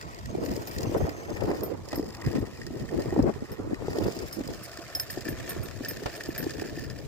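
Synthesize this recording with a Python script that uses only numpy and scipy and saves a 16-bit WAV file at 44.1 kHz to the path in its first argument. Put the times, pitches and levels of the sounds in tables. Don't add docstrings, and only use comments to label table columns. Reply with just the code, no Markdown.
import sys
import numpy as np
from scipy import signal
from scipy.fft import rfft, irfft, next_fast_len
from scipy.io import wavfile
from scipy.ndimage import uniform_filter1d, map_coordinates

SR = 44100
rng = np.random.default_rng(int(sys.argv[2]) if len(sys.argv) > 2 else 0)


def dump(signal):
    limited = np.clip(np.atleast_2d(signal).T, -1, 1)
    pcm = np.round(limited * 32767).astype(np.int16)
    wavfile.write(sys.argv[1], SR, pcm)


N = 311787


def amp(db):
    return 10 ** (np.asarray(db) / 20)


def unit(x):
    return x / np.sqrt(np.mean(x ** 2) + 1e-20)


def curves(rows):
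    time_s, *columns = np.transpose(rows)
    return [np.interp(np.arange(N) / SR, time_s, column) for column in columns]


def wobble(knots_per_s):
    at = np.arange(N) * knots_per_s / SR
    return np.array([map_coordinates(knots, [at]) for knots in rng.standard_normal((2, 4000))])


def filtered(x, response):
    size = next_fast_len(N + SR // 2)
    return irfft(rfft(x, size) * response(np.fft.rfftfreq(size, 1 / SR)), size)[..., :N]


def colour(points):
    point_hz, db = np.transpose(points)
    return lambda hz: amp(np.interp(np.log(hz + 1), np.log(point_hz + 1), db))


def resonances(modes):
    def response(f):
        total = 0
        for k, (hz, width_hz, gain_db) in enumerate(modes):
            damping = 1j * f * width_hz
            total = total + (-1) ** k * amp(gain_db) * damping / (hz * hz - f * f + damping)
        return total
    return response


def pair(alike):
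    a, b = rng.standard_normal((2, N))
    turn = np.arccos(np.clip(alike, 0, 1)) / 2
    return np.cos(turn) * a + np.sin(turn) * np.array([b, -b])


def sides(pan_db):
    return amp(np.array([pan_db, -pan_db]) / 2)


def patchy(x, depth_db):
    z = signal.stft(x, nperseg=1024)[2]
    field = uniform_filter1d(rng.standard_normal(z.shape), size=4, axis=1)
    field = uniform_filter1d(field, size=2, axis=2)
    return signal.istft(z * amp(depth_db * unit(field)), nperseg=1024)[1][:, :N]


def slide(x, pitch, centre_hz):
    turn = 2 * np.pi * np.cumsum(curves(pitch)[0] - centre_hz) / SR
    return np.real(signal.hilbert(x, next_fast_len(N))[:, :N] * np.exp(1j * turn))


# time_s, flutter_db, rumble_db, pan_db (left minus right)
WIND = [(0.0, -50, -48, 1), (0.27, -51.5, -39, -0.5), (0.35, -35, -43, -8), (0.39, -33, -42, -2),
        (0.53, -34.5, -42, 1), (0.71, -45, -42, 1.5), (0.79, -37, -35.5, 2), (0.85, -33, -37, 4),
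        (0.89, -42, -37, -3), (0.94, -32.5, -38, 9), (0.965, -25.5, -32, 6), (0.99, -42, -43, -6),
        (1.01, -32, -32, -5), (1.04, -37, -23, 6), (1.06, -43, -34, 0), (1.09, -40, -41, -7),
        (1.12, -49, -46, 0.0), (1.25, -49, -44, -1), (1.3, -35.5, -36, 1), (1.35, -44, -41, 2),
        (1.42, -34, -35, 3.5), (1.46, -35.5, -41, 7), (1.5, -31, -37, -4), (1.54, -37.5, -34, -1),
        (1.65, -38, -43, 1), (1.74, -38.5, -41, 0.5), (1.78, -56, -40, -5), (1.85, -53, -45.5, -6),
        (1.99, -35.5, -41, 2), (2.13, -45.5, -45, 4), (2.22, -42.5, -49, -1), (2.28, -31, -26, -1.5),
        (2.32, -35, -43, 3), (2.36, -25.5, -36, 0), (2.44, -34, -36, 9), (2.46, -42, -47.5, 0),
        (2.64, -43, -42.5, -3), (2.85, -32.5, -36.5, 3), (2.87, -51, -38, -8), (2.94, -31, -47, 1),
        (2.965, -34.5, -38, 2), (2.995, -26.5, -36, 2), (3.03, -37, -48, -2), (3.06, -36, -34, 2),
        (3.11, -37.5, -37, 1), (3.145, -31.5, -38, -1), (3.19, -22.5, -35, 1), (3.22, -29.5, -25, -2),
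        (3.25, -29, -32, 1), (3.275, -28, -32, 3), (3.3, -29.5, -50, 10), (3.33, -45, -40, -9),
        (3.38, -45.5, -43, 0), (3.425, -40, -46, -3), (3.475, -56, -52, 0), (3.525, -41, -37, 1),
        (3.565, -51, -51, 0), (3.605, -36, -40, 1), (3.64, -43.5, -38, -4), (3.73, -36, -44, 2),
        (3.775, -46, -43, -2), (3.825, -37.5, -38, 3), (3.86, -44, -42, 0), (3.9, -36.5, -39, -1),
        (3.98, -34.5, -40, 3), (4.08, -26, -32, -1), (4.11, -36.5, -51, -4.5), (4.25, -38, -39, 5.5),
        (4.31, -51, -53, 1), (4.37, -40.5, -42, -5), (4.47, -42.5, -47, 0), (4.5, -36.5, -40, -1),
        (4.55, -44.5, -44, 2), (4.69, -56, -51, -4), (4.77, -60, -48, 5), (5.05, -52.5, -47, -1),
        (5.16, -44.5, -43, -4), (5.18, -36, -41, -4), (5.22, -60, -48, -18), (5.26, -40, -50, 2),
        (5.3, -37, -38, -1), (5.49, -40.5, -46.5, 4), (5.61, -42.5, -33.5, -7), (5.65, -40, -58, -6),
        (5.71, -44.5, -41.5, 5.5), (6.04, -41, -44, -1), (6.06, -48, -40.5, -4), (6.22, -46, -56, 10),
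        (6.28, -43, -40.5, -4), (6.42, -38.5, -43, 6), (6.46, -37.5, -41, 3), (7.07, -42.5, -41.5, 4)]
# pitch_hz, gain_db (per Hz)
RUMBLE = [(12, -61), (20, -10), (75, 3.5), (119, 4), (184, -5), (260, -9), (340, -37), (570, -120)]
FLUTTER = [(76, -44), (130, -8), (341, -1.5), (386, -3.5), (437, -4), (758, -18), (858, -20.5),
           (2450, -46.5), (3500, -63), (4550, -78), (7700, -120)]
# time_s, gain_db
TREBLE = [(0, -7.5), (1, 7), (1.8, 10.5), (2.4, -19), (3.2, 4.5), (4, 0.5), (4.6, -2.5), (5.4, -7),
          (6.2, -4), (7.07, -15)]
TREBLE_REFERENCE_DB, TREBLE_SLOPE = -18.5, -0.2
PUFFS_DB, PUFFS_PER_S = 2, 11
SIDESTEP_DB = 2


def wind():
    flutter_db, rumble_db, pan_db = curves(WIND)
    rumble_swell_db = SIDESTEP_DB * wobble(12) + 1.53 * wobble(22) + 3.25 * wobble(60)
    rumble = unit(filtered(amp(rumble_swell_db) * pair(0), colour(RUMBLE)))

    lumps = amp(8.1 * np.tanh(0.58 * wobble(60) + 0.34 * wobble(170)))
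    puffs = amp(PUFFS_DB * np.tanh(wobble(PUFFS_PER_S)))
    air = lumps * puffs * patchy(pair(0), depth_db=2.5)
    body = filtered(air, colour(FLUTTER))
    treble = filtered(air, lambda hz: colour(FLUTTER)(hz) * hz ** 2 / (hz ** 2 + 700 ** 2))
    treble_db = curves(TREBLE)[0] + TREBLE_SLOPE * (flutter_db - TREBLE_REFERENCE_DB)
    flutter = (body + (amp(treble_db) - 1) * treble) / np.std(body)
    return sides(pan_db) * (amp(rumble_db) * rumble + amp(flutter_db) * flutter)


# time_s, hiss_db, roar_db, drone_db (tyres),
# dull_db, bright_db, thin_db (rattle)
RIDE = [(0.0, -53.5, -49, -50.5, -60, -66, -81), (0.37, -53, -53, -51, -64, -66, -72),
        (0.47, -49, -64, -48.5, -56.5, -58.5, -56), (0.61, -50, -50, -42.5, -57.5, -61, -59),
        (0.83, -49.5, -58, -61, -55.5, -58, -56), (1.16, -54, -52.5, -45, -56, -67.5, -67.5),
        (1.59, -52.5, -67, -71, -57.5, -58.5, -62), (1.79, -58, -60, -73, -82, -75, -83),
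        (1.93, -57, -51.5, -61, -49.5, -49, -57), (2.01, -57, -53, -77, -70, -59.5, -66),
        (2.22, -53.5, -49, -50, -51, -58, -60), (2.56, -55.5, -58.5, -59.5, -62, -65, -71),
        (3.05, -52.5, -56, -54, -56, -59.5, -62.5), (3.68, -57, -57, -67, -65, -72, -83),
        (4.02, -48, -55, -46, -54.5, -54.5, -58), (4.35, -51, -55.5, -53, -64, -61, -64),
        (4.86, -50.5, -54.5, -50, -60, -58, -66), (4.94, -49, -57, -47.5, -57.5, -58, -66),
        (5.3, -49.5, -59, -51, -52.5, -56, -66), (5.5, -46.5, -56.5, -50.5, -52, -72, -70),
        (5.62, -50.5, -54.5, -48, -60.5, -64, -70), (5.81, -50.5, -59.5, -58, -65, -67, -70),
        (5.83, -49, -71, -51, -52.5, -58, -61), (6.03, -49, -68, -50, -55.5, -60.5, -64),
        (6.15, -47, -64, -48, -52.5, -57, -60), (6.3, -52, -61, -49, -52.5, -56.5, -65),
        (6.5, -48, -64, -55.5, -54, -59, -64), (6.77, -52, -65, -51, -51, -54, -62),
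        (7.07, -54, -63, -53.5, -67, -68, -69)]
# pitch_hz, gain_db (per Hz)
DRONE = [(120, -120), (300, -2.5), (420, -6), (680, -0.5), (800, -14.5), (1000, -18.5), (2000, -120)]
ROAR = [(200, -120), (600, -19.5), (950, -2.5), (1150, -1.5), (1350, -2.5), (1700, -17.5), (2300, -15),
        (4000, -50), (7000, -120)]
HISS = [(1000, -4.5), (1600, -3.5), (2100, -1), (2600, -4), (3700, -6), (5000, -6.5), (6200, -7.5),
        (7700, -8.5), (8600, -14.5), (11200, -19), (15300, -15), (15900, -30), (16500, -50)]
# time_s, centre_hz
ROAR_PITCH = [(0, 1104), (1.199, 1133), (1.8, 961.5), (2.4, 1047), (3.4, 1142), (4.6, 1304), (5.299, 1261),
              (7.07, 1205)]
ROAR_CENTRE_HZ = 1150


def tyres():
    hiss_db, roar_db, drone_db = curves(RIDE)[:3]
    drone_swell = amp(4.6 * np.tanh(wobble(40)[0]))
    drone = unit(drone_swell * filtered(pair(0.92), colour(DRONE)))
    roar_swell = amp(4.8 * np.tanh(wobble(45)[0]))
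    roar = unit(roar_swell * filtered(pair(1.0), colour(ROAR)))
    roar = slide(roar, ROAR_PITCH, ROAR_CENTRE_HZ)
    grain = amp(0.34 * wobble(5.8)[0] + 1.1 * wobble(60)[0] + 2.15 * wobble(250)[0])
    hiss = unit(grain * filtered(patchy(pair(0.029), depth_db=4.0), colour(HISS)))
    return amp(hiss_db) * hiss + amp(drone_db) * drone + amp(roar_db) * roar


# pitch_hz, width_hz, gain_db
DULL = [(1430, 1100, 6), (1795, 138, 28), (2870, 440, -5), (2373, 213, 14.5)]
CLINK = [(3250, 790, 0), (4310, 250, 7), (6840, 520, 6)]
BRIGHT = [(4885, 520, 4.5), (5230, 690, 2.5), (7200, 1300, -9.5)]
THIN = [(9900, 2300, -19), (13500, 1900, -15), (15320, 310, -2.5)]
# time_s, level_db, then dull_db, bright_db, thin_db (relative to level_db)
KNOCKS = [(0.011, -30, -4, -8, -9), (0.024, -34, -5, -6, -24), (0.145, -33.5, -6, -7, -10),
          (0.186, -33, -6, -7, -14), (0.2568, -27, -8, -8.5, -15), (0.432, -48, -9, -17, -22),
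          (0.4485, -39, -10, -18, -17), (0.46, -27.5, -5, -7.5, -14), (0.486, -29, 0, -17, -18),
          (0.514, -26.5, -16, -6, -13), (0.536, -30, -16, -8, -6), (0.563, -29, -29, -2, -13),
          (0.596, -40, -10, -14, -16), (0.672, -34, -21, -2, -11), (0.694, -35, -17, -8, -4),
          (0.745, -39, -16, -18, -3), (0.7834, -23.5, -7, -5, -11), (0.806, -33, -14, -4, -6),
          (0.8305, -23, -10, -5.5, -13), (1.0916, -25, -2, -9, -14), (1.302, -32, -8, -6.5, -22),
          (1.368, -33, 5, -22, -26), (1.4078, -26, 2, -12, -20), (1.435, -33, -14, -7.5, -8),
          (1.513, -34, 1, -11, -20), (1.606, -38, -12, -4, -18), (1.852, -36, -18, -6, -12),
          (1.886, -31, -7, -2, -14), (1.914, -32, -3, -17, -22), (1.929, -27, -6.5, -14, -19),
          (1.957, -28, -9, -15, -23), (2.026, -33, -8, -7, -20), (2.104, -31.5, -5, -4, -20),
          (2.147, -31.5, -2, -10, -17), (2.169, -34, -6, -6, -16), (2.214, -32, -4, -5, -22),
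          (2.262, -34, -8, -6, -20), (2.288, -52, -11, -15, -24), (2.3126, -34, -1, -32, -31),
          (2.3525, -29, -4, -12, -30), (2.4144, -36, -14, -11, -28), (2.518, -43, -4, -14, -26),
          (2.615, -31.5, 3.5, -12, -26), (2.6652, -27.5, -9, -7.5, -18), (2.712, -45, -13, -12, -26),
          (2.796, -34, -10, -6, -12), (2.853, -40, -8, -12, -18), (2.889, -32, -1, -11, -22),
          (2.994, -32, -11, -6, -25), (3.019, -31.5, -5, -3, -20), (3.104, -27, -7, -11, -20),
          (3.139, -50, -11, -16, -26), (3.225, -31, -15, -4, -11), (3.338, -32, 0, -11, -29),
          (3.455, -42, 3, -18, -22), (3.518, -41, 1, -23, -16), (3.537, -38, 0, -20, -28),
          (3.568, -38, 0, -20, -28), (3.743, -28, 1, -10.5, -18), (3.93, -40, -8, -6, -23),
          (3.985, -31, -28, 0, -9), (4.101, -34, -14, -8, -24), (4.121, -32, -23, -4, -31),
          (4.165, -34, -14, -2, -22), (4.189, -32, -16, 1, -22), (4.282, -30, -8, -10, -6),
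          (4.3281, -31, -24, -2.5, -9), (4.39, -46, -17, -9, -22), (4.4746, -24, -13, -5, -9),
          (4.535, -35, -3, -7, -31), (4.593, -36.5, -1, -14, -26), (4.65, -46, -20, -5, -22),
          (4.715, -41, -12, -4, -22), (4.731, -32, 0, -16, -24), (4.7722, -22, -10, -11, -20),
          (4.794, -44, -11, -9, -22), (4.825, -38, 0, -17, -24), (4.879, -35, -16, -3, -22),
          (4.926, -33, -4, -18, -15), (4.952, -29, -32, -2, -27), (4.9976, -21, -3, -2, -29),
          (5.104, -28, -20, -4.5, -17), (5.159, -40, -23, -1, -25), (5.183, -29.5, -20, -8, -29),
          (5.2078, -28, -13, -3, -10), (5.252, -23.5, -3.5, -10, -13), (5.2828, -24, -2.5, -8.5, -30),
          (5.3283, -38, -3, -18, -28), (5.351, -48, -9, -18, -28), (5.368, -40, -2, -14, -28),
          (5.4, -34, -2, -16, -28), (5.443, -38, -1, -19, -28), (5.46, -34, 0, -18, -28),
          (5.476, -27, 0, -9, -13), (5.493, -31, -3, -7, -20), (5.505, -30, 2, -12, -24),
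          (5.517, -28, 0.5, -10, -24), (5.55, -32, 0, -18, -28), (5.567, -38, -3, -6, -24),
          (5.603, -41, -2, -17, -26), (5.684, -25, -4, -10.5, -18), (5.71, -33, -1, -8, -24),
          (5.8346, -41, -8, -19, -24), (5.848, -28, -12, -3, -22), (5.886, -27, -5, -8, -25),
          (5.909, -23, -4, -8.5, -21), (5.94, -35, -1, -12, -26), (5.9694, -27, -7, -13, -28),
          (6.0612, -20.5, -2.5, -10, -35), (6.097, -31, 2, -8, -26), (6.139, -33, -14, -6, -20),
          (6.165, -43, -6, -12, -26), (6.2071, -25.5, 1, -8, -22), (6.2353, -22.5, -17, -8, -12),
          (6.258, -34, -16, 0, -22), (6.3026, -38, 1, -22, -23), (6.3472, -29, -2.5, -10, -29),
          (6.361, -29, 4, -8, -26), (6.38, -33, 1, -16, -26), (6.404, -27, 1, -29, -33),
          (6.4404, -31, -20, -6, -15), (6.494, -33, 0.5, -0.5, -27), (6.506, -31, -4, -2, -24),
          (6.535, -31, -14, -6, -22), (6.558, -44, -9, -11, -23), (6.596, -29, -1, -17, -25),
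          (6.613, -31, -1, -9, -24), (6.6386, -31, 2, -27, -35), (6.6712, -54, -12, -21, -25),
          (6.703, -36, -9, -20, -28), (6.769, -40, -6, -14, -26), (6.793, -30, -14, -19, -8),
          (6.819, -35, -12, -7, -22), (6.899, -28, -5, -7, -33), (6.9863, -30.5, -9, -8.5, -16)]
# time_s, centre_hz
DULL_PITCH = [(0, 1900), (1.2, 1850), (2.199, 1900), (3.599, 1880), (4.601, 1820), (5.302, 1790),
              (7.07, 1790)]
DULL_CENTRE_HZ = 1800
CLUMP_DB, CLUMPS_PER_S = 1.0, 40
CHATTER_CLINK_DB = -7.5
KNOCK_CLINK_DB, KNOCK_SCATTER_DB = -2.5, 3.5
STRIKE_DB = -11


def rattle():
    at = rng.integers(0, N, 2000)
    size_db = rng.uniform(0, 6.3, (len(at), 1)) + rng.uniform(0, 5.7, (len(at), 4))
    size_db = size_db + CLUMP_DB * wobble(CLUMPS_PER_S)[0][at, None]
    dull_db, bright_db, thin_db = curves(RIDE)[3:]
    chatter_dbs = (dull_db, bright_db + CHATTER_CLINK_DB, bright_db, thin_db)

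    time_s, level_db, dull, bright, thin = np.transpose(KNOCKS)
    knock_at = np.round(time_s * SR).astype(int)
    clink = bright + KNOCK_CLINK_DB + KNOCK_SCATTER_DB * rng.standard_normal(len(knock_at))
    knock_dbs = (level_db + dull, level_db + clink, level_db + bright, level_db + thin)

    t60s, alikes = (0.014, 0.014, 0.016, 0.015), (0.95, 0.2, 0.28, 0.14)
    t = np.arange(SR // 10) / SR
    parts = []
    for k, modes in enumerate((DULL, CLINK, BRIGHT, THIN)):
        puff = amp(-60 * t / t60s[k]) * (1 - np.exp(-t / 0.0012))
        puff_size = np.linalg.norm(puff)
        noise = patchy(pair(alikes[k]), depth_db=1.5)
        scale = np.std(filtered(noise, resonances(modes)))
        chatter = np.bincount(at, amp(size_db[:, k]), N)
        chatter = chatter / np.std(chatter) / puff_size
        blows = amp(chatter_dbs[k]) * chatter + np.bincount(knock_at, amp(knock_dbs[k]), N)
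        puffs = signal.fftconvolve(blows, puff)[:N] * noise
        drive = puffs + amp(STRIKE_DB) * puff_size * blows
        parts.append(filtered(drive, resonances(modes)) / scale)
    return slide(parts[0], DULL_PITCH, DULL_CENTRE_HZ) + sum(parts[1:])


# start_s, end_s, first_hz, last_hz, level_db
TRILL = [(0.231, 0.335, 6200, 6330, -55), (0.39, 0.475, 6300, 6450, -60), (0.547, 0.673, 6160, 6660, -57),
         (0.738, 0.797, 6400, 6600, -65), (0.82, 0.92, 5850, 6000, -52), (0.95, 1.08, 5830, 6300, -51.5),
         (1.106, 1.23, 5950, 6240, -50.5), (1.243, 1.359, 6000, 6240, -51)]


def insect():
    out, t = np.zeros(N), np.arange(N) / SR
    drift_hz, uneven_db = [[60], [3.5]] * wobble(70) + [[40], [1.3]] * wobble(21)
    slip = 0.2 * wobble(25.0)[0]
    for start_s, end_s, first_hz, last_hz, level_db in TRILL:
        progress = np.clip((t - start_s) / (end_s - start_s), 0, 1)
        stroke = ((t - start_s) * 88.0 + slip) % 1
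        hz = first_hz + (last_hz - first_hz) * np.sqrt(progress) + 700 * (stroke - 0.3) + drift_hz
        gate = np.sin(np.pi * stroke) ** 2 * (t > start_s) * (t < end_s)
        swell_db = level_db + uneven_db - 9.7 * (progress - 0.8) ** 2
        out += amp(swell_db) * gate * np.sin(2 * np.pi * np.cumsum(hz) / SR)
    return out * sides(-2.5)[:, None]


# time_s, peak_db (before pan), pitch_hz, pan_db
THUMPS = [(0.237, -39, 88.5, -6), (0.498, -35, 67, 12), (0.762, -36, 99, 19), (0.867, -31, 115, 19),
          (1.018, -26, 94, 11), (1.427, -24, 124, 5), (1.599, -31, 120, -7), (1.968, -33.5, 100, -2),
          (2.262, -27, 131, -3), (2.42, -31, 103, 6), (2.761, -34, 128, 2), (2.824, -34, 113.4, -5),
          (2.956, -35, 54.7, -0.5), (3.051, -30.5, 135, 2), (3.183, -29, 93.6, 6), (3.596, -31, 107, -2),
          (3.722, -33, 105, 8), (3.901, -35, 94, 3), (4.051, -36, 117, 8), (4.6, -42, 125, 7),
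          (5.286, -34, 127.3, 2), (5.586, -35, 87, 6), (6.268, -45, 67, -3.5), (6.59, -34, 92, 1.0),
          (6.765, -38, 157, 10)]
# time_s, peak_db (before pan), pitch_hz, pan_db
EDDIES = [(0.302, -30.5, 248, 4), (0.343, -38, 450, 14), (0.35, -18.5, 350, -2), (0.512, -22.5, 215, 0),
          (0.869, -22.5, 298, -5), (0.894, -24, 308, 9), (0.921, -24, 340, -2.5),
          (0.948, -19.5, 460, -16.5), (0.955, -22, 570, -4), (1.004, -25.5, 422, -12),
          (1.0125, -25.5, 560, -12), (1.06, -29, 515, 4), (1.068, -29, 620, 2), (1.077, -23.5, 656, -2),
          (1.085, -28.5, 704, -4), (1.292, -31, 444, -9), (1.446, -22.5, 423, 0), (1.477, -22, 348, -1.0),
          (1.498, -23.5, 328, 6), (1.514, -22.5, 480, 0), (1.589, -38, 413, 13), (1.642, -43, 396, 4),
          (1.793, -34, 363, 5), (1.929, -24, 290, -2), (1.932, -26, 626, 0), (1.977, -21.5, 293, -2),
          (1.994, -17.5, 302, 1), (2.272, -22, 375, 4), (2.308, -32, 347, 6), (2.351, -19, 228, -2),
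          (2.353, -25, 620, 0), (2.383, -18, 264, 3), (2.398, -34, 277, 0), (2.426, -20, 336, -1),
          (2.705, -27.5, 288, 3), (2.769, -30, 428, 4), (2.921, -26.5, 408, -0.5), (2.942, -22, 337, 6),
          (3.057, -24.5, 380, -8), (3.125, -20.5, 363, -9), (3.163, -15.5, 435, -4), (3.177, -17.5, 292, 5),
          (3.192, -10, 261, -1), (3.204, -20, 327, 2), (3.24, -23, 332, 4), (3.255, -22, 367, 0),
          (3.294, -22, 426, 13.5), (3.422, -22.5, 251.3, 1), (3.597, -25, 287, 6), (3.673, -25.5, 327, -4),
          (3.711, -25, 340, -1), (3.73, -19.5, 294, 4), (3.821, -24.5, 454, 2), (3.882, -19.5, 410, 5.5),
          (3.931, -27.5, 419, -1), (3.965, -33, 357, 6), (3.984, -16, 369, 2), (4.055, -25, 414, 5),
          (4.082, -18, 398, -7), (4.166, -32.5, 369, -14), (4.368, -31, 274, -13), (4.407, -21.5, 264, 1),
          (4.487, -29, 460, -9), (4.515, -33, 333, -9), (4.612, -36, 189, 1), (4.788, -34.5, 333, -12),
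          (5.173, -24.5, 356, 9), (5.286, -27, 301.2, 3), (5.563, -27, 350, -7), (5.806, -24.5, 262.6, 3),
          (6.02, -30, 398, 0), (6.064, -26.5, 590, 4), (6.288, -21, 320, -2), (6.466, -18, 321, -1),
          (6.584, -26, 285, -3), (6.62, -23.5, 375, -9.5), (6.774, -27, 317, -4)]
THUMP_RISE_S, EDDY_RISE_S = 0.011, 0.0024


def eddies(rows, rise_s, edge):
    out, t = np.zeros((2, N + SR)), np.arange(SR // 8) / SR
    turns = rng.uniform(0, np.pi, (len(rows), 2))
    for (time_s, peak_db, hz, pan_db), turn in zip(rows, turns):
        swing = 2 * np.pi * hz * t + turn[:, None]
        snap = edge * np.exp(-t * hz / 0.85) * np.sin(1.98 * swing)
        push = (1 - np.exp(-t / rise_s)) * np.exp(-t * hz / 1.26) * (np.sin(swing) + snap)
        push = push / np.abs(push).max()
        out[:, round(time_s * SR):][:, :len(t)] += amp(peak_db) * sides(pan_db)[:, None] * push
    return out[:, :N]


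# pitch_hz, t60_s, lead_rad (left ahead of right), pan_db
STEEL = [(5260, 0.08, 1, -1), (8875, 0.11, 2.07, -6.5), (13155, 0.13, 2.2, -1), (13010, 0.07, 2.1, 0),
         (13960, 0.03, 2.2, 0)]
# time_s, level_db (upper pair), low_db, middle_db (both relative to level_db)
PINGS = [(0.4494, -41, -13, -17), (0.6725, -36, -11, -19), (0.9734, -39.5, -6, -15),
         (1.6338, -30, -16, -19), (1.9565, -33.5, -9, -20), (2.3913, -49, -4, -6.5),
         (3.5176, -39, -6.5, -14), (4.035, -46, -9, -14), (4.3268, -37, -2, -5), (4.634, -40, -4, -3),
         (4.9503, -26, 4.5, -17), (4.998, -24.5, 2, -12), (5.104, -33.5, -6, -7), (5.2884, -33.5, -13, -8),
         (5.493, -28.5, -11.5, -7.5), (5.632, -38, -14, -6.5), (5.885, -27.5, -7, -13),
         (6.159, -42, -2, -6), (6.283, -44, -8, -15.5), (6.3788, -28, -14, -18)]
PING_DETUNE, PING_DAMPING, PING_SWAY = 0.0013, 0.2, 0.25


def pings():
    out, t = np.zeros((2, N + SR)), np.arange(SR // 4) / SR
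    spreads = rng.standard_normal((len(PINGS), 3, len(STEEL)))
    for (time_s, level_db, low_db, middle_db), spread in zip(PINGS, spreads):
        ring = np.zeros((2, len(t)))
        partial_dbs = (low_db, middle_db, 0, -6.5, -9)
        for (hz, t60_s, lead_rad, pan_db), partial_db, (sway, detune, damp) in zip(
                STEEL, partial_dbs, spread.T):
            decay = amp(partial_db - 60 * t / t60_s * np.exp(PING_DAMPING * damp))
            phase = np.array([[0.5], [-0.5]]) * (lead_rad + PING_SWAY * sway)
            tone = np.sin(2 * np.pi * hz * (1 + PING_DETUNE * detune) * t + phase)
            ring += decay * sides(pan_db)[:, None] * tone
        onset = 1 - np.exp(-t / 0.00029)
        crack = 0.58 * amp(-60 * t / 0.0095) * rng.standard_normal((2, len(t)))
        out[:, round(time_s * SR):][:, :len(t)] += amp(level_db) * (ring * onset + crack)
    return out[:, :N]


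# time_s, level_db
BUMPS = [(1.929, -32), (2.352, -33.5), (5.182, -50), (6.059, -26)]
# pitch_hz, gain_db (per Hz)
FRAME = [(300, 3.5), (600, 7), (1100, -4), (2500, -10.5), (5000, -17), (9000, -37)]


def bumps():
    time_s, level_db = np.transpose(BUMPS)
    t = np.arange(SR // 10) / SR
    hits = np.bincount(np.round(time_s * SR).astype(int), amp(level_db), N)
    shudder = signal.fftconvolve(hits, amp(-60 * t / 0.11))[:N]
    return shudder * unit(filtered(pair(0.19), colour(FRAME)))


# time_s, lead_ms
LEAD = [(0, 0.37), (1, 0.34), (1.8, 0.093), (2.5, 0.12), (3.2, 0.095), (3.9, 0.18), (4.3, 0.24),
        (4.6, 0.095), (5.2, 0.066), (6, 0.055), (7.07, 0.057)]


def ports(x):
    late = np.arange(N) - curves(LEAD)[0] * SR / 1000
    return np.array([x[0], map_coordinates(x[1], [late], order=5, mode="nearest")])


def scene():
    thumps = eddies(THUMPS, THUMP_RISE_S, edge=0.63)
    air = wind() + thumps + eddies(EDDIES, EDDY_RISE_S, edge=0.72)
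    bicycle = ports(tyres() + rattle() + bumps())
    return air + bicycle + insect() + pings()


TOP_HZ = 16600
FADE_HZ, FADE_DB = 15300, -14


def record(dry):
    def response(hz):
        return (hz < TOP_HZ) * amp(FADE_DB / (1 + np.exp((FADE_HZ - hz) / 80)))
    return filtered(dry, response)


dry = scene()
out = record(dry)
dump(out)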